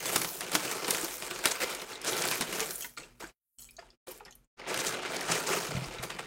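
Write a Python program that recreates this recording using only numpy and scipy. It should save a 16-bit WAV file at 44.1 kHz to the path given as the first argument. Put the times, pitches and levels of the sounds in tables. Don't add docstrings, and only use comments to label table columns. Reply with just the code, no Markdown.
import sys
import numpy as np
from scipy import signal
from scipy.fft import rfft, irfft
from scipy.io import wavfile

SR = 44100
rng = np.random.default_rng(int(sys.argv[2]) if len(sys.argv) > 2 else 0)


def to_wav(s):
    ch = np.atleast_2d(s).T
    pcm = np.round(np.clip(ch, -1, 1) * 32767)
    wavfile.write(sys.argv[1], SR, pcm.astype(np.int16))


N = 276066


def amp(db):
    return 10 ** (np.asarray(db) / 20)


def unit_rms(x):
    return x / np.sqrt(np.mean(x ** 2) + 1e-20)


def eq_db(curve, hz):
    curve_hz, curve_db = np.transpose(curve)
    return np.interp(np.log(hz), np.log(curve_hz), curve_db)


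def drift(rate_hz):
    pole = np.exp(-80 * np.pi * rate_hz / SR)
    slow = signal.lfilter([1], [1, -2 * pole, pole * pole], rng.standard_normal(N // 40 + 2002))[2000:]
    return np.interp(np.arange(N) / 40, np.arange(len(slow)), unit_rms(slow))


def band(x, low_hz, high_hz):
    sos = signal.butter(2, [low_hz, min(high_hz, .45 * SR)], "band", fs=SR, output="sos")
    return signal.sosfilt(sos, x)


def resonance(x, hz, width_hz):
    r = np.exp(-np.pi * width_hz / SR)
    gain = (1 - r * r) / 2
    return signal.lfilter([gain, 0, -gain], [1, -2 * r * np.cos(2 * np.pi * hz / SR), r * r], x)


def contacts(per_s, spread_db):
    sizes = amp(spread_db * np.minimum(rng.exponential(1, N), 5)) * rng.choice([-1, 1], N)
    return unit_rms(sizes * (rng.random(N) < per_s / SR))


def add(out, start_s, sound):
    at = round(start_s * SR)
    out[at:at + len(sound)] += sound[:N - at]


def decay(t60, size=9000):
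    return amp(-60 * np.arange(size) / (SR * max(t60, .0005)))


def swell(t60, rise_s, size=9000):
    return (1 - np.exp(-np.arange(size) / (SR * rise_s))) * decay(t60, size)


# pitch in Hz, level in dB.
FAN_TONES = [(40, -71), (48, -72.5), (120, -73.5), (140, -81), (242, -74)]
# frequency in Hz, relative level in dB.
FAN_AIR_EQ = [(20, -3), (35, 0), (60, -5), (85, -16), (170, -12), (300, -14), (1000, -24), (15000, -42)]


def fan():
    t = np.arange(N) / SR - .012
    hum = sum(np.sqrt(2) * amp(db + 3 * drift(5.2)) * np.cos(2 * np.pi * hz * t) for hz, db in FAN_TONES)
    hz = np.maximum(np.fft.rfftfreq(N, 1 / SR), 1)
    air = irfft(rfft(rng.standard_normal(N)) * amp(eq_db(FAN_AIR_EQ, hz)) * (hz > 18), N)
    return hum + amp(-71) * unit_rms(air)


def hiss(until_s):
    out = amp(-82.5 + 5 * drift(7.3)) * band(rng.standard_normal(N), 10000, 16000)
    out[round(until_s * SR):] = 0
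    return out


def room(x, t60=0.2, wet_db=-13):
    low, high = rng.standard_normal((2, 9000))
    tail = band(low, 120, 3200) * decay(t60) + band(high, 2700, 12000) * decay(1.1 * t60)
    tail[:130] = 0
    return amp(wet_db) * signal.fftconvolve(x, tail / np.linalg.norm(tail))[:N]


# start of the fade, end of the fade, return to full level, all in seconds.
DROPOUT_TIMES = [(3.29, 3.352, 3.588), (3.94, 3.98, 4.075), (4.43, 4.49, 4.577)]


def dropout_gain(depth_db=45, return_s=.012):
    t, gain_db = np.arange(N) / SR, np.zeros(N)
    for fade, down, back in DROPOUT_TIMES:
        gain_db -= depth_db * np.interp(t, [fade, down, back - return_s, back], [0, 1, 1, 0]) ** 1.85
    return amp(gain_db)


# start in seconds, relative level in dB, pitch of the wall in Hz.
BOX_THUMPS = [(0.158, -21.5, 243), (0.55, -17.5, 305), (1.035, -19, 336), (2.078, -24, 344),
              (2.27, -25, 413), (2.406, -20.5, 241), (2.49, -25, 400), (2.182, -26, 347),
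              (2.612, -18.5, 450), (2.995, -37, 332), (3.93, -55, 355), (4.746, -39, 310),
              (2.976, -37, 333), (3.238, -29, 334), (5.3, -24, 165), (5.505, -16, 394), (5.572, -17, 404),
              (4.081, -27.5, 521), (4.083, -32, 361), (5.75, -18, 126.4), (5.772, -16, 130),
              (5.691, -28.5, 151), (5.748, -32, 66), (5.99, -38, 41), (5.82, -26, 141),
              (5.871, -30.5, 45.7), (5.997, -27.5, 128)]


def box_thumps(size=18000):
    out, t = np.zeros(N), np.arange(size) / SR
    for start, db, hz in BOX_THUMPS:
        wall_t60 = 0.12 * (330 / hz) ** 0.4
        wall = np.sin(2 * np.pi * hz * t) * swell(wall_t60, 0.23 / hz, size)
        knock = np.sin(2 * np.pi * 1.4 * hz * t) * swell(6.3 / hz, 0.17 / hz, size)
        add(out, start, amp(db - 10.5) * (wall + amp(-1.5) * knock))
    return out


# pitch in Hz, bandwidth in Hz, gain in dB.
BOWL_MODES = [(1370, 29, -12), (2140, 15, -25.5), (3074, 37, -3.5), (3280, 65, -6), (4340, 38, -8),
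              (5530, 30, -8.5), (6750, 290, -6), (7800, 300, -4)]
# start in seconds, level in dB, 60 dB decay in seconds.
SKITTERS = [(2.807, -23.5, 0.18), (2.967, -28.5, 0.2), (3.201, -35, 0.28), (3.581, -33, 0.4),
            (4.25, -53, 0.15)]


def bowl_skitters(size=12000):
    out, hops = np.zeros(N), contacts(600, spread_db=4)
    for start, db, t60 in SKITTERS:
        run = hops[round(start * SR):][:size] * swell(t60, 0.0029, size)
        for hz, width_hz, mode_db in BOWL_MODES:
            strength = amp(db + mode_db + 3.2 * rng.standard_normal())
            add(out, start, strength * resonance(run, hz, width_hz))
    return out


def rattle(hz, t60, q, size=3000):
    touches = rng.standard_normal(size) * swell(t60, 0.0018, size)
    touches[0] = np.linalg.norm(touches)
    ring = resonance(resonance(touches, hz, hz / q), hz, hz / q)
    return ring / np.abs(ring).max()


# start in seconds, level in dB, pitch in Hz.
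FLAKE_TICKS = [(0.066, -24, 7500), (1.047, -32, 6340), (1.56, -37, 4960), (1.68, -36, 3100),
               (1.442, -29.5, 2480), (1.472, -24, 4000), (1.914, -44.5, 5500), (1.797, -38.5, 3670),
               (1.931, -36, 4300), (1.955, -36, 3860), (2.276, -26, 11300), (2.323, -27, 2420),
               (2.357, -33, 2380), (2.757, -26.5, 10000), (2.804, -37, 11600), (2.81, -44, 3130),
               (2.823, -30, 6170), (2.845, -34.5, 2020), (2.968, -44, 4200), (2.976, -37.5, 4260),
               (3.001, -47, 4200), (3.242, -42, 1515), (3.826, -51.5, 905), (2.974, -36.5, 1355),
               (3.035, -44.5, 2650), (3.202, -51, 5770), (3.223, -41.5, 886), (3.274, -45, 7460),
               (3.586, -44, 8700), (3.623, -43, 6730), (3.689, -49, 2370), (3.709, -46, 10500),
               (3.767, -43, 6500), (3.785, -44.5, 669), (3.789, -45, 1770), (3.792, -45, 4860),
               (3.904, -50.5, 4760), (4.117, -37, 11800), (4.201, -51, 2430), (4.2067, -41.5, 893),
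               (4.251, -43.5, 5200), (4.281, -48.5, 1846), (4.309, -45, 6500), (4.325, -51.5, 3250),
               (4.325, -48, 6000), (4.353, -44, 11900), (4.445, -62, 7340), (5.026, -49, 3130),
               (5.257, -40, 8000), (5.765, -42, 2510), (5.843, -37.5, 4930), (5.985, -38, 3820),
               (6.123, -40, 2510)]


def flake_ticks(t60=0.045):
    out = np.zeros(N)
    for start, db, hz in FLAKE_TICKS:
        ratios = 2 ** rng.uniform(-1.2, 1.2, 4)
        partials = sum(rattle(min(hz * ratio, 14000), t60, q=16) for ratio in ratios)
        body = rattle(hz, t60 * (2000 / hz) ** 0.3, q=7.1)
        scratch = rattle(hz, 0.025, q=0.96)
        add(out, start, amp(db) * (body + amp(-12.5) * partials + amp(-1.5) * scratch))
    return out


# centre in seconds, level in dB, half length in seconds, treble tilt in dB.
HANDFULS = [(1.517, -25, 0.0047, 9), (2.084, -29, 0.013, 9), (2.222, -31.5, 0.0025, 15),
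            (2.247, -27.5, 0.015, -25), (2.278, -32, 0.0077, -9), (2.333, -28, 0.012, 3),
            (2.627, -30, 0.013, -12), (4.699, -32.5, 0.0088, 1), (4.805, -36, 0.0055, 14.5),
            (4.87, -40, 0.0049, 20.5), (4.884, -27, 0.0023, 6), (5.061, -26, 0.0053, -14),
            (5.166, -31.5, 0.0026, 10), (5.298, -24.5, 0.015, -6), (5.32, -25, 0.0044, 10),
            (5.373, -40, 0.0087, 10), (5.473, -28, 0.005, 7), (5.534, -23.5, 0.012, -0.5),
            (5.575, -26.5, 0.0078, -3.5), (6.105, -29, 0.0044, -6), (6.193, -28, 0.0045, -11)]


def handful_crunches():
    low, high = np.zeros((2, N))
    t = np.arange(N) / SR
    for centre, db, half_s, tilt_db in HANDFULS:
        near = slice(int((centre - .05) * SR), int((centre + .05) * SR))
        bell = amp(db) * np.exp(-.5 * ((t[near] - centre) / half_s) ** 2)
        low[near] += bell
        high[near] += bell * amp(tilt_db)
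    grit = contacts(8100, spread_db=-0.5)
    top = band(band(high * grit, 2800, 8360), 2300, 11690)
    return band(low * grit, 500, 3500) + amp(-4.5) * top


# start in seconds, relative level in dB, pitch in Hz.
BAG_CRACKS = [(0.159, -15, 4000), (0.2174, -12, 7700), (0.5536, -15, 6140), (0.9071, -6, 9400),
              (1.046, -12, 12500), (0.949, -13.5, 2500), (1.224, -18.5, 2390), (1.24, -36, 4500),
              (1.311, -22, 2700), (1.36, -32, 4850), (1.4567, -3, 9630), (1.644, -17, 3300),
              (1.729, -24, 1500), (1.8173, -23, 5300), (2.132, -14, 3500), (2.168, -16, 4800),
              (2.178, -15, 7290), (2.27, -16, 4460), (2.2868, -11, 4430), (2.3564, -14, 12500),
              (2.596, -18, 6590), (2.605, -8.5, 6800), (2.757, -33, 10900), (2.809, -17, 11800),
              (2.825, -30, 6220), (2.847, -27, 3000), (2.978, -33, 4300), (2.9783, -29, 2100),
              (3.001, -35, 6400), (3.033, -35.5, 5530), (3.606, -35, 8270), (3.6244, -39, 8350),
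              (3.645, -31, 8090), (3.709, -41, 10700), (4.09, -27.5, 9580), (4.116, -28, 12400),
              (4.177, -31, 13900), (4.3101, -39, 6400), (4.3557, -39, 11600), (4.7904, -26.5, 4320),
              (4.849, -20, 6630), (5.051, -24, 1500), (5.209, -18, 5450)]


def bag_cracks(ring_cycles=5.5, size=200):
    out, t = np.zeros(N), np.arange(size) / SR
    for start, db, hz in BAG_CRACKS:
        ring = np.sin(2 * np.pi * hz * t + 1.1) * decay(ring_cycles / hz + 0.00078, size)
        add(out, start, amp(db - 2.5) * ring)
    return out


# start in seconds, relative level in dB, crispness in dB.
BAG_SNAPS = [(0.056, -19.5, 4), (0.159, -8.5, 3), (0.216, -18, 3.5), (0.245, -25.5, -10.5),
             (0.407, -21, 2.5), (0.445, -38, -12), (0.517, -21.5, 3.5), (0.529, -24, -1), (0.545, -18.5, 6),
             (0.551, -8, 2), (0.649, -22.5, 2), (0.713, -19, 4), (0.844, -27, -12.5), (0.88, -18, 4),
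             (0.907, -11.5, 9), (0.946, -19.5, 3), (1.221, -30.5, 2), (1.31, -33, -10), (1.359, -32.5, -11),
             (1.455, -8.5, 3), (1.602, -27, -1), (1.617, -23, -7), (1.748, -28.5, 17), (1.817, -31, -6.5),
             (2.015, -36, 17), (2.046, -24.5, 8), (2.094, -34, 23.5), (2.238, -25, -9), (2.287, -24, 2),
             (2.312, -17, -1), (2.409, -14.5, 2.5), (2.42, -25, -11), (2.526, -21.5, 0), (2.595, -23.5, -3),
             (2.606, -22, 4), (2.707, -28, 20), (4.742, -20.5, -5), (4.774, -23.5, 8), (4.79, -22.5, -4),
             (5.21, -25, 3), (6.035, -25, -4.5), (6.102, -37, -13), (6.189, -35.5, 0)]


def bag_snaps():
    dull, middle, crisp = np.zeros((3, N))
    for start, db, crisp_db in BAG_SNAPS:
        middle_db = db - crisp_db / 2
        dull_db = -21 + 0.79 * (middle_db + 22) - 2 * rng.standard_normal()
        t60 = 0.035 * amp(0.074 * (middle_db + 36))
        add(dull, start, amp(dull_db) * swell(1.54 * t60, 0.0041))
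        add(middle, start, amp(middle_db + 3) * (swell(0.013, 0.0019) + 0.66 * swell(t60, 0.0019)))
        add(crisp, start, amp(middle_db + crisp_db + 5) * (swell(0.01, 0.0019) + 0.13 * swell(t60, 0.003)))
    noise = rng.standard_normal(N)
    noise[[round(start * SR) + 12 for start, _, _ in BAG_SNAPS]] = 2.5
    return band(dull * noise, 140, 1400) + band(middle * noise, 740, 5000) + band(crisp * noise, 3500, 11000)


# time in seconds, level in dB, treble tilt in dB.
STEADY_FLOW = [(0, -44.5, -5.5), (.12, -33.5, -2.5), (.33, -47.5, 7), (.5, -44.5, -5), (.66, -36.5, -5),
               (.84, -39, -11), (.97, -37, -6), (1.16, -48, 2.5), (1.4, -40.5, -11.5), (1.86, -51, -18),
               (1.99, -52, -35), (2.067, -34, -10.5), (2.33, -38.5, -2), (2.45, -42, -8.5),
               (2.62, -37.5, -4), (2.76, -52, 8), (2.86, -55.5, 12), (2.95, -74, 6.5), (4.546, -83.5, -12),
               (4.594, -45, -32), (4.66, -44, -45.5), (4.688, -39, -27), (4.87, -35, -4.5),
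               (5.0, -38.5, -26), (5.45, -38, -10.5), (5.62, -41.5, -10.5), (5.99, -45, -20.5),
               (6.26, -69, -44)]
# start in seconds, level in dB, treble tilt in dB, 60 dB decay in seconds.
HEAP_SLIPS = [(.15, -48, -6, 0.37), (.405, -38, -16, 0.94), (.53, -30, -6, 0.15), (.885, -43.5, 26, 0.9),
              (1.216, -34, -15, 0.15), (1.436, -30, -4, 0.54), (1.599, -31, -5.5, 0.34),
              (1.69, -37.5, -7.5, 0.86), (1.881, -39, -9.5, 0.42), (2.969, -44.5, -13, 0.4),
              (3.196, -41.5, -11.5, 0.39), (3.586, -73, 29, 0.91), (3.778, -56, -18, 0.51),
              (4.064, -43.5, -1.5, 0.37), (4.2, -59, -24, 0.34), (4.25, -46.5, -29, 0.21),
              (5.289, -28.5, -10, 0.43), (4.67, -36, -9, 0.43), (5.1, -38.5, 5, 0.62),
              (5.474, -30, -8.5, 0.71), (5.698, -35, -21.5, 0.67), (6.02, -37, -2, 0.26),
              (6.093, -38.5, -19, 0.44), (6.183, -38, -18, 0.35)]


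def pour_envelopes():
    times, flow_db, flow_treble_db = np.transpose(STEADY_FLOW)
    t = np.arange(N) / SR
    power = amp(2 * np.interp(t, times, flow_db))
    weighted_treble = power * np.interp(t, times, flow_treble_db)
    for start, db, treble_db, t60 in HEAP_SLIPS:
        slip_power = (amp(db) * swell(t60, rise_s=0.0073, size=20000)) ** 2
        add(power, start, slip_power)
        add(weighted_treble, start, slip_power * treble_db)
    return 10 * np.log10(power), weighted_treble / power


def stream_ticks(level_db, treble_db, count=420):
    out = np.zeros(N)
    for when, height, length, weight in rng.random((count, 4)):
        at, hz = int(when * N), 1900 * 6.5 ** height
        stream_db = level_db[at] + eq_db(RUSTLE_EQ, hz) + .7 * height * treble_db[at]
        tick = rattle(hz, .004 + .01 * length, q=3, size=1500)
        add(out, when * N / SR, amp(stream_db + 4.5 + 11 * weight ** 2) * tick)
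    return out


# frequency in Hz, gain in dB.
RUSTLE_EQ = [(71, -36), (120, -2.5), (267, -5.5), (393, -1), (670, -3), (1400, -5.5), (2380, -5),
             (3110, -9), (7350, -7.5), (12800, -14), (16000, -14)]
# time in seconds, gain in dB.
BASS_RIDE = [(0, -0.5), (.6, 0.5), (1.05, -8.5), (1.901, -12), (2.1, -3), (2.699, -0.5), (4.6, -4),
             (5.3, -1), (6.26, 5)]
# pitch in Hz, bandwidth in Hz, gain in dB.
BOX_MODES = [(386, 280, -5.5), (1350, 180, -4.5), (2370, 60, -4.5)]


def flake_stream(level_db, treble_db):
    clumps = amp(2.5 * drift(35))
    impacts = np.abs(contacts(75 * clumps, spread_db=2.2))
    bursts = signal.fftconvolve(impacts, swell(0.01, 0.0007, size=2000))[:N]
    crunch = unit_rms(bursts * contacts(9000, spread_db=2))
    light = [contacts(3200 * clumps, spread_db=4) for _ in range(3)]
    bass_db = np.interp(np.arange(N) / SR, *np.transpose(BASS_RIDE))
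    edges_hz = 110 * 2 ** np.arange(0, 7.4, .4)
    rustle = np.zeros(N)
    for k, (low_hz, high_hz) in enumerate(zip(edges_hz, edges_hz[1:])):
        hz = np.sqrt(low_hz * high_hz)
        boom_db = eq_db([(130, 0.66), (220, 0.76), (500, 0.93), (1200, 0.27)], hz)
        bass_share = np.interp(hz, [160, 300], [1, 0])
        treble_share = np.interp(np.log(hz), np.log([2830, 5900, 8400, 11330]), [0, 0.38, 0.55, 1])
        colour_db = eq_db(RUSTLE_EQ, hz) + boom_db + bass_share * bass_db + treble_share * (treble_db + 5)
        gain = amp(level_db + colour_db + 1.82 * drift(21))
        rustle += band(gain * (0.89 * light[k % 3] + 0.7 * crunch), low_hz, high_hz)
    box_ring = sum(amp(db) * resonance(rustle, hz, width_hz) for hz, width_hz, db in BOX_MODES)
    return amp(10.5) * band(rustle + box_ring, 105, 20000)


def scene():
    level_db, treble_db = pour_envelopes()
    flakes = flake_stream(level_db, treble_db) + stream_ticks(level_db, treble_db) + flake_ticks()
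    desk = flakes + bowl_skitters() + bag_snaps() + bag_cracks() + handful_crunches() + box_thumps()
    mono = dropout_gain() * (desk + room(desk) + fan())
    mono += hiss(until_s=DROPOUT_TIMES[0][2])
    return np.array([mono, mono])


def record(dry):
    return signal.sosfilt(signal.cheby2(20, 70, 16350, fs=SR, output="sos"), dry)


dry = scene()
out = record(dry)
to_wav(out)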